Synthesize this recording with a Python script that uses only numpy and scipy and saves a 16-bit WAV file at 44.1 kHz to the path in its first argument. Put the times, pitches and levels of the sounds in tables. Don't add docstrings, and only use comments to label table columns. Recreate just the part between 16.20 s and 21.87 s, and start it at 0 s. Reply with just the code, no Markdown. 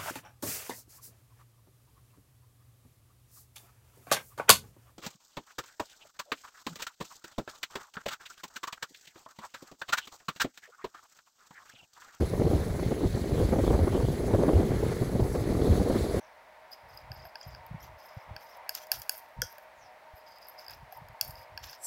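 import sys
import numpy as np
from scipy import signal
from scipy.fft import rfft, irfft, next_fast_len
from scipy.io import wavfile
from scipy.ndimage import uniform_filter1d

SR = 44100
rng = np.random.default_rng(int(sys.argv[2]) if len(sys.argv) > 2 else 0)


def wrap_up_sound(samples):
    columns = np.atleast_2d(samples).T
    tamed = np.clip(columns, -1, 1)
    steps = np.round(tamed * 32767).astype(np.int16)
    wavfile.write(sys.argv[1], SR, steps)


N = 249939
TIME = np.arange(N) / SR


def from_db(db):
    return 10 ** (np.asarray(db) / 20)


def rms_one(x):
    return x / np.sqrt(np.mean(x ** 2) + 1e-20)


def attack_one(x):
    return x / np.sqrt(np.mean(x[:SR // 200] ** 2))


def add(out, s, sound):
    start = round(s * SR)
    out[start:start + len(sound)] += sound[:N - start]


def in_time(rows):
    s, *columns = np.transpose(rows)
    return [np.interp(TIME, s, c) for c in columns]


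def during(rows):
    return (TIME >= rows[0][0]) & (TIME <= rows[-1][0])


def arches(movements, narrowness=0.35):
    power = np.zeros(N)
    for start, end, db in movements:
        progress = np.clip((TIME - start) / (end - start), 0, 1)
        power += (from_db(db) * np.abs(np.sin(np.pi * progress)) ** narrowness) ** 2
    return np.sqrt(power)


def drift(per_s):
    knots = rng.standard_normal(N // 40)
    return rms_one(np.interp(TIME * per_s, np.arange(len(knots)), knots))


def coloured_noise(colour):
    hz, db = np.transpose(colour)
    size = next_fast_len(N)
    grid = np.maximum(np.fft.rfftfreq(size, 1 / SR), 1)
    skirts_db = -30 * np.abs(np.log2(grid / np.clip(grid, hz[0], hz[-1])))
    gain = from_db(np.interp(np.log(grid), np.log(hz), db) + skirts_db)
    return rms_one(irfft(rfft(rng.standard_normal(size)) * gain)[:N])


def band(force, hz, width_hz):
    sos = signal.butter(2, [hz - width_hz / 2, hz + width_hz / 2], "band", fs=SR, output="sos")
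    return signal.sosfilt(sos, force + 1e-18)


def resonate(force, modes):
    return rms_one(sum(from_db(db) * band(force, hz, width_hz) for hz, width_hz, db in modes))


def gliding(force, hz, width_hz):
    flutter = signal.sosfilt(signal.butter(2, width_hz / 2, fs=SR, output="sos"), force + 1e-18)
    return rms_one(flutter * np.sin(2 * np.pi * np.cumsum(hz) / SR))


def slips(per_s, spread_db):
    sizes = from_db(spread_db * np.minimum(rng.exponential(1, N), 3.5)) * rng.choice([-1, 1], N)
    return sizes * (rng.random(N) < per_s / SR)


def sticking(per_s, spread_db, grip_db):
    return slips(per_s, spread_db) * from_db(grip_db * drift(per_s=100))


def struck(modes, detune):
    out, blow = 0, signal.unit_impulse(SR // 16)
    for k, (hz, width_hz, db) in enumerate(modes):
        shift, offset_db = rng.uniform(-1, 1, 2)
        out = out + (-1) ** k * from_db(db + offset_db) * band(blow, hz * (1 + detune * shift), width_hz)
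    return attack_one(out)


def crunch(modes, t60_s):
    t = TIME[:SR // 16]
    burst = rng.choice([-1, 1], len(t)) * from_db(-60 * t / t60_s) * (1 - np.exp(-t / 0.000047))
    return attack_one(resonate(burst, modes))


def by_tilt(mix, tilt):
    return [from_db(np.interp(tilt, np.linspace(0, 1, len(db)), db)) for db in mix.values()]


def room(x, t60_s=0.3, gap_s=0.00237, wall_hz=14000):
    t = TIME[:SR // 2]
    tail = rng.standard_normal(len(t)) * from_db(-60 * t / t60_s) * (t > gap_s)
    walls = signal.butter(1, wall_hz, fs=SR, output="sos")
    return signal.fftconvolve(x, signal.sosfilt(walls, tail / np.linalg.norm(tail)))[:N]


# (frequency [Hz], level [dB])
RUSH_COLOUR = [(25, -20), (55, -12), (150, -17.5), (300, -16.5), (430, -12), (600, -0.5), (950, -1),
               (1300, -8.5), (2000, -6.5), (3000, -18.5), (4800, -22.5), (7000, -31.5), (11000, -32),
               (16000, -32)]
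# (frequency [Hz], width [Hz], level [dB])
FAN_MODES = [(625.4, 19, 0.94), (738, 7.3, -1.68), (923.6, 24.7, -0.65)]

def fan(rush_db=-56, tones_db=-59.5, waver_db=3):
    tones = sum(from_db(db + waver_db * drift(per_s=18)) * band(rng.standard_normal(N), hz, width_hz)
                for hz, width_hz, db in FAN_MODES)
    return from_db(rush_db) * coloured_noise(RUSH_COLOUR) + from_db(tones_db) * rms_one(tones)


# (time [s], frequency [Hz], level [dB])
SWISHES = [
    [(0, 6050, -73), (0.05, 5750, -69), (0.12, 5400, -85)],
    [(3.55, 7200, -85), (3.59, 6600, -72), (3.635, 5650, -64), (3.67, 5150, -67), (3.72, 4900, -85)],
]

def swishes(width_hz=720):
    out = 0
    for curve in SWISHES:
        hz, db = in_time(curve)
        out = out + during(curve) * from_db(db) * gliding(rng.standard_normal(N), hz, width_hz)
    return out


# (time [s], level [dB])
HISS_SWELL = [(5.57, -82), (5.61, -62), (5.63, -49), (5.648, -38), (5.7, -37)]
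# (frequency [Hz], level [dB])
HISS_COLOUR = [(3500, -30), (5400, -9), (6200, -7), (6900, -16), (7500, 4.5), (8100, -1), (9700, -1.5),
               (10300, -11), (11000, -6), (12100, -5), (13500, -14), (16000, -30)]

def hiss():
    db, = in_time(HISS_SWELL)
    return during(HISS_SWELL) * from_db(db) * coloured_noise(HISS_COLOUR)


# (time [s], level [dB])
HIGH_TONES = [(1.229, -52), (1.628, -56), (2.633, -54), (2.818, -51), (5.011, -39)]
# (frequency [Hz], width [Hz], level [dB])
HIGH_TONE_MODES = [(3265, 110, 0), (5730, 150, 1), (6350, 250, -7), (7080, 120, -2)]

def high_tones():
    out = np.zeros(N)
    for s, db in HIGH_TONES:
        add(out, s, from_db(db) * struck(HIGH_TONE_MODES, detune=0.029))
    return out


# (start [s], end [s], crest [dB])
PUSHES = [(0.62, 0.8, -62), (0.8, 1.08, -55.5), (1.24, 1.48, -53.5), (1.48, 1.78, -52.5), (2.06, 2.18, -52),
          (2.74, 2.82, -56), (3.165, 3.265, -50), (3.57, 3.67, -65), (4.48, 4.69, -58), (4.75, 4.95, -57),
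          (5.01, 5.24, -57), (5.3, 5.52, -56.5)]
# (frequency [Hz], level [dB])
DESK_COLOUR = [(22, -25), (45, 7.5), (70, 6), (125, 4.5), (170, -8.5), (240, -14.5), (400, -17)]
# (time [s], level [dB], pitch [Hz])
THUDS = [(0.904, -36, 107), (0.914, -46, 786), (1.050, -43, 706), (1.152, -44.5, 913), (1.263, -38.5, 116),
         (1.282, -39, 76), (1.509, -33.5, 137), (1.543, -32, 146), (1.967, -33.5, 108.7),
         (2.108, -35.5, 90), (2.726, -42, 760), (3.186, -32.5, 118), (3.221, -38, 503), (3.379, -46, 617),
         (3.935, -44, 68), (4.625, -44, 125), (4.722, -41.5, 754), (4.816, -43, 136), (4.896, -47.5, 121),
         (4.945, -46.5, 905), (5.09, -37.5, 104.6)]

def desk(rise_s=0.0058):
    judder = from_db(2.5 * drift(per_s=35))
    out = arches(PUSHES) * judder * coloured_noise(DESK_COLOUR)
    t = TIME[:SR // 8]
    swell = (t / rise_s * np.exp(1 - t / rise_s)) ** 2
    for s, db, hz in THUDS:
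        add(out, s, -from_db(db) * swell * np.sin(2 * np.pi * hz * t))
    return out


# (start [s], end [s], crest [dB])
RUBS = [(0.62, 1.2, -58.5), (1.2, 1.85, -57.5), (1.8, 2.3, -54.5), (2.28, 2.56, -54), (2.56, 3.05, -58.5),
        (3.28, 3.55, -62.5), (4.2, 4.58, -61.5), (4.7, 4.92, -60), (4.92, 5.35, -58)]
# (frequency [Hz], level [dB])
RUB_COLOUR = [(300, -34), (520, -0.5), (750, 2.5), (930, 5), (1300, -5), (1650, -7.5), (2200, -4.5),
              (2800, -16), (4000, -24)]
# (start [s], end [s], crest [dB])
GROANS = [(1.67, 1.71, -52.5), (2.37, 2.47, -53.5), (4.75, 4.8, -51)]
# (frequency [Hz], width [Hz], level [dB])
GROAN_MODES = [(925, 117, 0)]

def rubs():
    rubbing = arches(RUBS) * from_db(drift(per_s=30)) * coloured_noise(RUB_COLOUR)
    groaning = arches(GROANS) * resonate(rng.standard_normal(N), GROAN_MODES)
    return rubbing + groaning


# (start [s], end [s], crest [dB])
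SMACKS = [(0.925, 0.955, -60), (1.042, 1.08, -60.5), (1.27, 1.292, -57.5), (1.62, 1.65, -58),
          (2.235, 2.27, -77), (2.625, 2.64, -58), (2.912, 2.935, -54), (3.3, 3.335, -63),
          (3.955, 3.995, -62.5), (4.286, 4.305, -50.5), (4.72, 4.74, -57)]
# (frequency [Hz], width [Hz], level [dB])
SMACK_MODES = [(12800, 1000, 12), (13600, 1300, -10)]

def smacks():
    return arches(SMACKS) * resonate(slips(per_s=2500, spread_db=3.5), SMACK_MODES)


# (start [s], end [s], crest [dB])
RASPS = [(4.487, 4.55, -56.5), (5.435, 5.55, -58.5)]
# (frequency [Hz], width [Hz], level [dB])
RASP_MODES = [(1052, 254, 4), (1718, 670, 1), (2556, 220, 3), (3930, 1740, -2)]
# (start [s], end [s], crest [dB])
CHATTERS = [(3.222, 3.245, -39.5), (3.245, 3.275, -52)]
# (frequency [Hz], width [Hz], level [dB])
CHATTER_MODES = [(3260, 110, -5), (4750, 150, -1), (5350, 130, 1), (5780, 150, 1), (6300, 400, -6)]

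def scrapes():
    rasping = arches(RASPS) * resonate(slips(per_s=1100, spread_db=3), RASP_MODES)
    chattering = arches(CHATTERS) * resonate(slips(per_s=2500, spread_db=2), CHATTER_MODES)
    return rasping + chattering


# (time [s], level [dB])
SLAPS = [(3.2182, -27)]
# (frequency [Hz], width [Hz], level [dB])
SLAP_MODES = [(1470, 130, 3), (1660, 140, 0), (2100, 260, -10), (3265, 170, -4), (4750, 300, -8),
              (5380, 190, 1), (5850, 220, 0), (6450, 500, -7)]

def slap():
    out = np.zeros(N)
    for s, db in SLAPS:
        add(out, s, from_db(db) * struck(SLAP_MODES, detune=0.008))
    return out


# (frequency [Hz], width [Hz], level [dB])
SLAB_MODES = [(830, 220, -8), (1590, 170, 0), (2560, 340, -11), (3290, 200, -16)]
BARE_BLADE_MODES = [(2700, 300, -12.5), (4600, 280, 0), (4980, 340, -13), (5340, 270, -1.5)]
BEDDED_BLADE_MODES = [(2740, 340, -24), (4700, 260, -12), (4950, 280, 0), (5200, 300, -15)]
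EDGE_MODES = [(6850, 480, 1.5), (8900, 900, -2), (11000, 2600, -2.5)]
TIP_MODES = [(12900, 1600, 1), (14500, 1800, -2)]
TAP_MIX = {"blade": (0, -0.31, -18.5), "edge": (-26, -23, -4.5, -9.5, -48), "tip": (-23, -11, -2, -1, 0.5)}
# (time [s], level [dB], tilt [0-1], relative knock [dB], bedding in paint [0-1])
TAPS = [(0.5168, -55, .25, -12, .8), (0.5285, -51, .35, -18, .9), (0.774, -44.5, .28, -16, 1),
        (0.917, -42, .1, -6, .45), (1.0525, -55, .2, 4, .5), (1.1555, -41.5, .02, -2, .35),
        (1.212, -45.5, .05, -14, .9), (1.348, -47.5, .08, -2, .25), (1.4646, -54, .85, -16, .8),
        (2.1639, -42.5, .15, 0, 0), (2.4925, -31, .47, -8, .3), (2.5505, -34, .54, -24, .65),
        (2.669, -55, .6, -15, .8), (2.7168, -24.5, .5, -9, .15), (2.7975, -48, .75, -15, .6),
        (2.818, -41.5, .62, -15, .6), (2.8942, -26.5, .55, -10, .2), (2.919, -46, .9, -15, .5),
        (2.97, -48, .95, -15, .5), (3.2182, -29.5, .52, -14, .7), (3.326, -52, .8, -9, .5),
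        (3.3823, -52, .7, 1, .5), (4.184, -57, .4, -15, .8), (4.2853, -46, .98, -25, .8),
        (4.394, -47.5, .2, -12, .6), (4.4645, -49, .2, -18, 1), (4.4817, -42, .22, -16, 1),
        (4.4965, -47, .25, -6, .9), (4.508, -49, .7, -7, .8), (4.5145, -49, .3, -7, 1),
        (4.534, -50, .3, -12, 1), (4.724, -49, .85, -5, .5), (4.774, -55, .95, -15, .5),
        (4.8854, -58, .6, -5, .5), (5.011, -25, .48, -21, .1), (5.107, -51, .5, -15, .6),
        (5.155, -50, .2, -15, .6), (5.3757, -38, .2, -3, 0), (5.442, -47, .25, -15, .2),
        (5.4955, -48, .35, -6, .5), (5.5308, -47, .25, -7, .6)]

def taps():
    out = np.zeros(N)
    for s, db, tilt, knock_db, bedding in TAPS:
        blade, edge, tip = by_tilt(TAP_MIX, tilt)
        knock = from_db(knock_db) * struck(SLAB_MODES, detune=0.025)
        modes = (1 - bedding) * np.array(BARE_BLADE_MODES) + bedding * np.array(BEDDED_BLADE_MODES)
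        ring = blade * struck(modes, detune=0.008)
        clink = edge * crunch(EDGE_MODES, t60_s=0.01)
        tick = tip * crunch(TIP_MODES, t60_s=0.005)
        add(out, s, from_db(db) * (knock + ring + clink + tick))
    return out


SLIDE_MIX = {"drag": (-2, -11, -33), "crackle": (-16, 0, 0)}

def slide(length_s, db, fade_db, tilt, dryness, dry_grit_db=-1.5, wet_loss_db=13.5):
    grit = from_db(dry_grit_db - wet_loss_db * (1 - dryness))
    envelope = from_db(db - np.linspace(0, fade_db, round(length_s * SR)))
    return np.outer([*by_tilt(SLIDE_MIX, tilt), grit], envelope) ** 2


def slide_envelopes(moves, hits, ease_db=6, ramp_s=0.01, skid_s=0.53, skid_db=-27, skid_db_per_s=125):
    slides = [(start, slide(end - start, db + ease_db / 2, ease_db, tilt, dryness))
              for start, end, db, tilt, dryness in moves]
    for s, db, tilt, _, _ in hits:
        rolled = tilt + 0.1
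        skid = slide(skid_s, db + skid_db, skid_db_per_s * skid_s, rolled, dryness=0.75)
        slides.append((s + ramp_s, skid))
    power = np.zeros((3, N))
    for s, parts in slides:
        for track, part in zip(power, parts):
            add(track, s, part)
    width = round(ramp_s * SR)
    return np.abs(uniform_filter1d(uniform_filter1d(np.sqrt(power), width), width))


# (frequency [Hz], width [Hz], level [dB])
GRIT_MODES = [(1920, 2500, 3), (3450, 2400, 0), (5860, 1200, 7.5), (6960, 680, 2), (8400, 3900, -6.5),
              (12250, 6300, -8)]
CRACKLE_MODES = [(13150, 2100, 0), (14700, 1800, -6.5), (11600, 3700, -8.5)]
# (start [s], end [s], level [dB], tilt [0-1], dryness [0-1])
STROKES = [(0.514, 0.55, -50, 0.12, 0.02), (0.69, 0.822, -60.5, 0.13, 0.1), (0.946, 1.103, -60, 0.03, 0.12),
           (1.203, 1.368, -60.5, 0.026, 0.33), (1.604, 1.69, -59, 0.13, 0.7),
           (1.782, 2.044, -62, 0.19, 0.38), (2.203, 2.379, -58, 0.28, 0.44), (2.546, 2.591, -48, 0.5, 0.86),
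           (2.602, 2.653, -58, 0.47, 1), (2.715, 2.762, -45.5, 0.82, 0.85),
           (2.77, 2.833, -54.5, 0.79, 0.54), (2.89, 3.004, -52.5, 1, 0.3), (3.27, 3.446, -71, 0.51, 0.96),
           (3.957, 4.03, -65, 0.27, 0), (4.064, 4.179, -57.5, 0.027, 0), (4.216, 4.297, -55.5, 0.058, 0),
           (4.301, 4.382, -65, 0.37, 0.2), (4.383, 4.455, -54, 0.15, 0.2), (4.495, 4.556, -54, 0.18, 0.5),
           (4.714, 4.779, -62, 0.33, 0.57), (5.03, 5.118, -52, 0.7, 0), (5.163, 5.242, -54, 0.26, 0.1),
           (5.432, 5.561, -52, 0.21, 0.88)]

def strokes(wet_hz=4950, waver_hz=60, dry_rise_hz=280, dry_waver_hz=260):
    drag, crackle, grit = slide_envelopes(STROKES, TAPS)
    dryness, = in_time([(s, dry) for start, end, _, _, dry in STROKES for s in (start, end)])
    wobble_hz = (waver_hz + dry_waver_hz * dryness) * drift(per_s=120)
    ring_hz = wet_hz + dry_rise_hz * dryness + wobble_hz
    ringing = drag * gliding(sticking(per_s=8000, spread_db=1, grip_db=3), ring_hz, width_hz=360)
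    coarse = dict(per_s=2500, spread_db=5, grip_db=4)
    grinding = grit * resonate(sticking(**coarse), GRIT_MODES)
    tearing = crackle * resonate(sticking(**coarse), CRACKLE_MODES)
    return ringing + grinding + tearing


def scene(reverb_db=-14):
    background = fan() + swishes() + hiss() + desk()
    foreground = rubs() + smacks() + scrapes() + high_tones() + slap() + taps() + strokes()
    return (background + foreground + from_db(reverb_db) * room(foreground))[None]


def record(dry):
    return signal.sosfilt(signal.ellip(10, .2, 70, 15900, fs=SR, output="sos"), dry)


dry = scene()
out = record(dry)
wrap_up_sound(out)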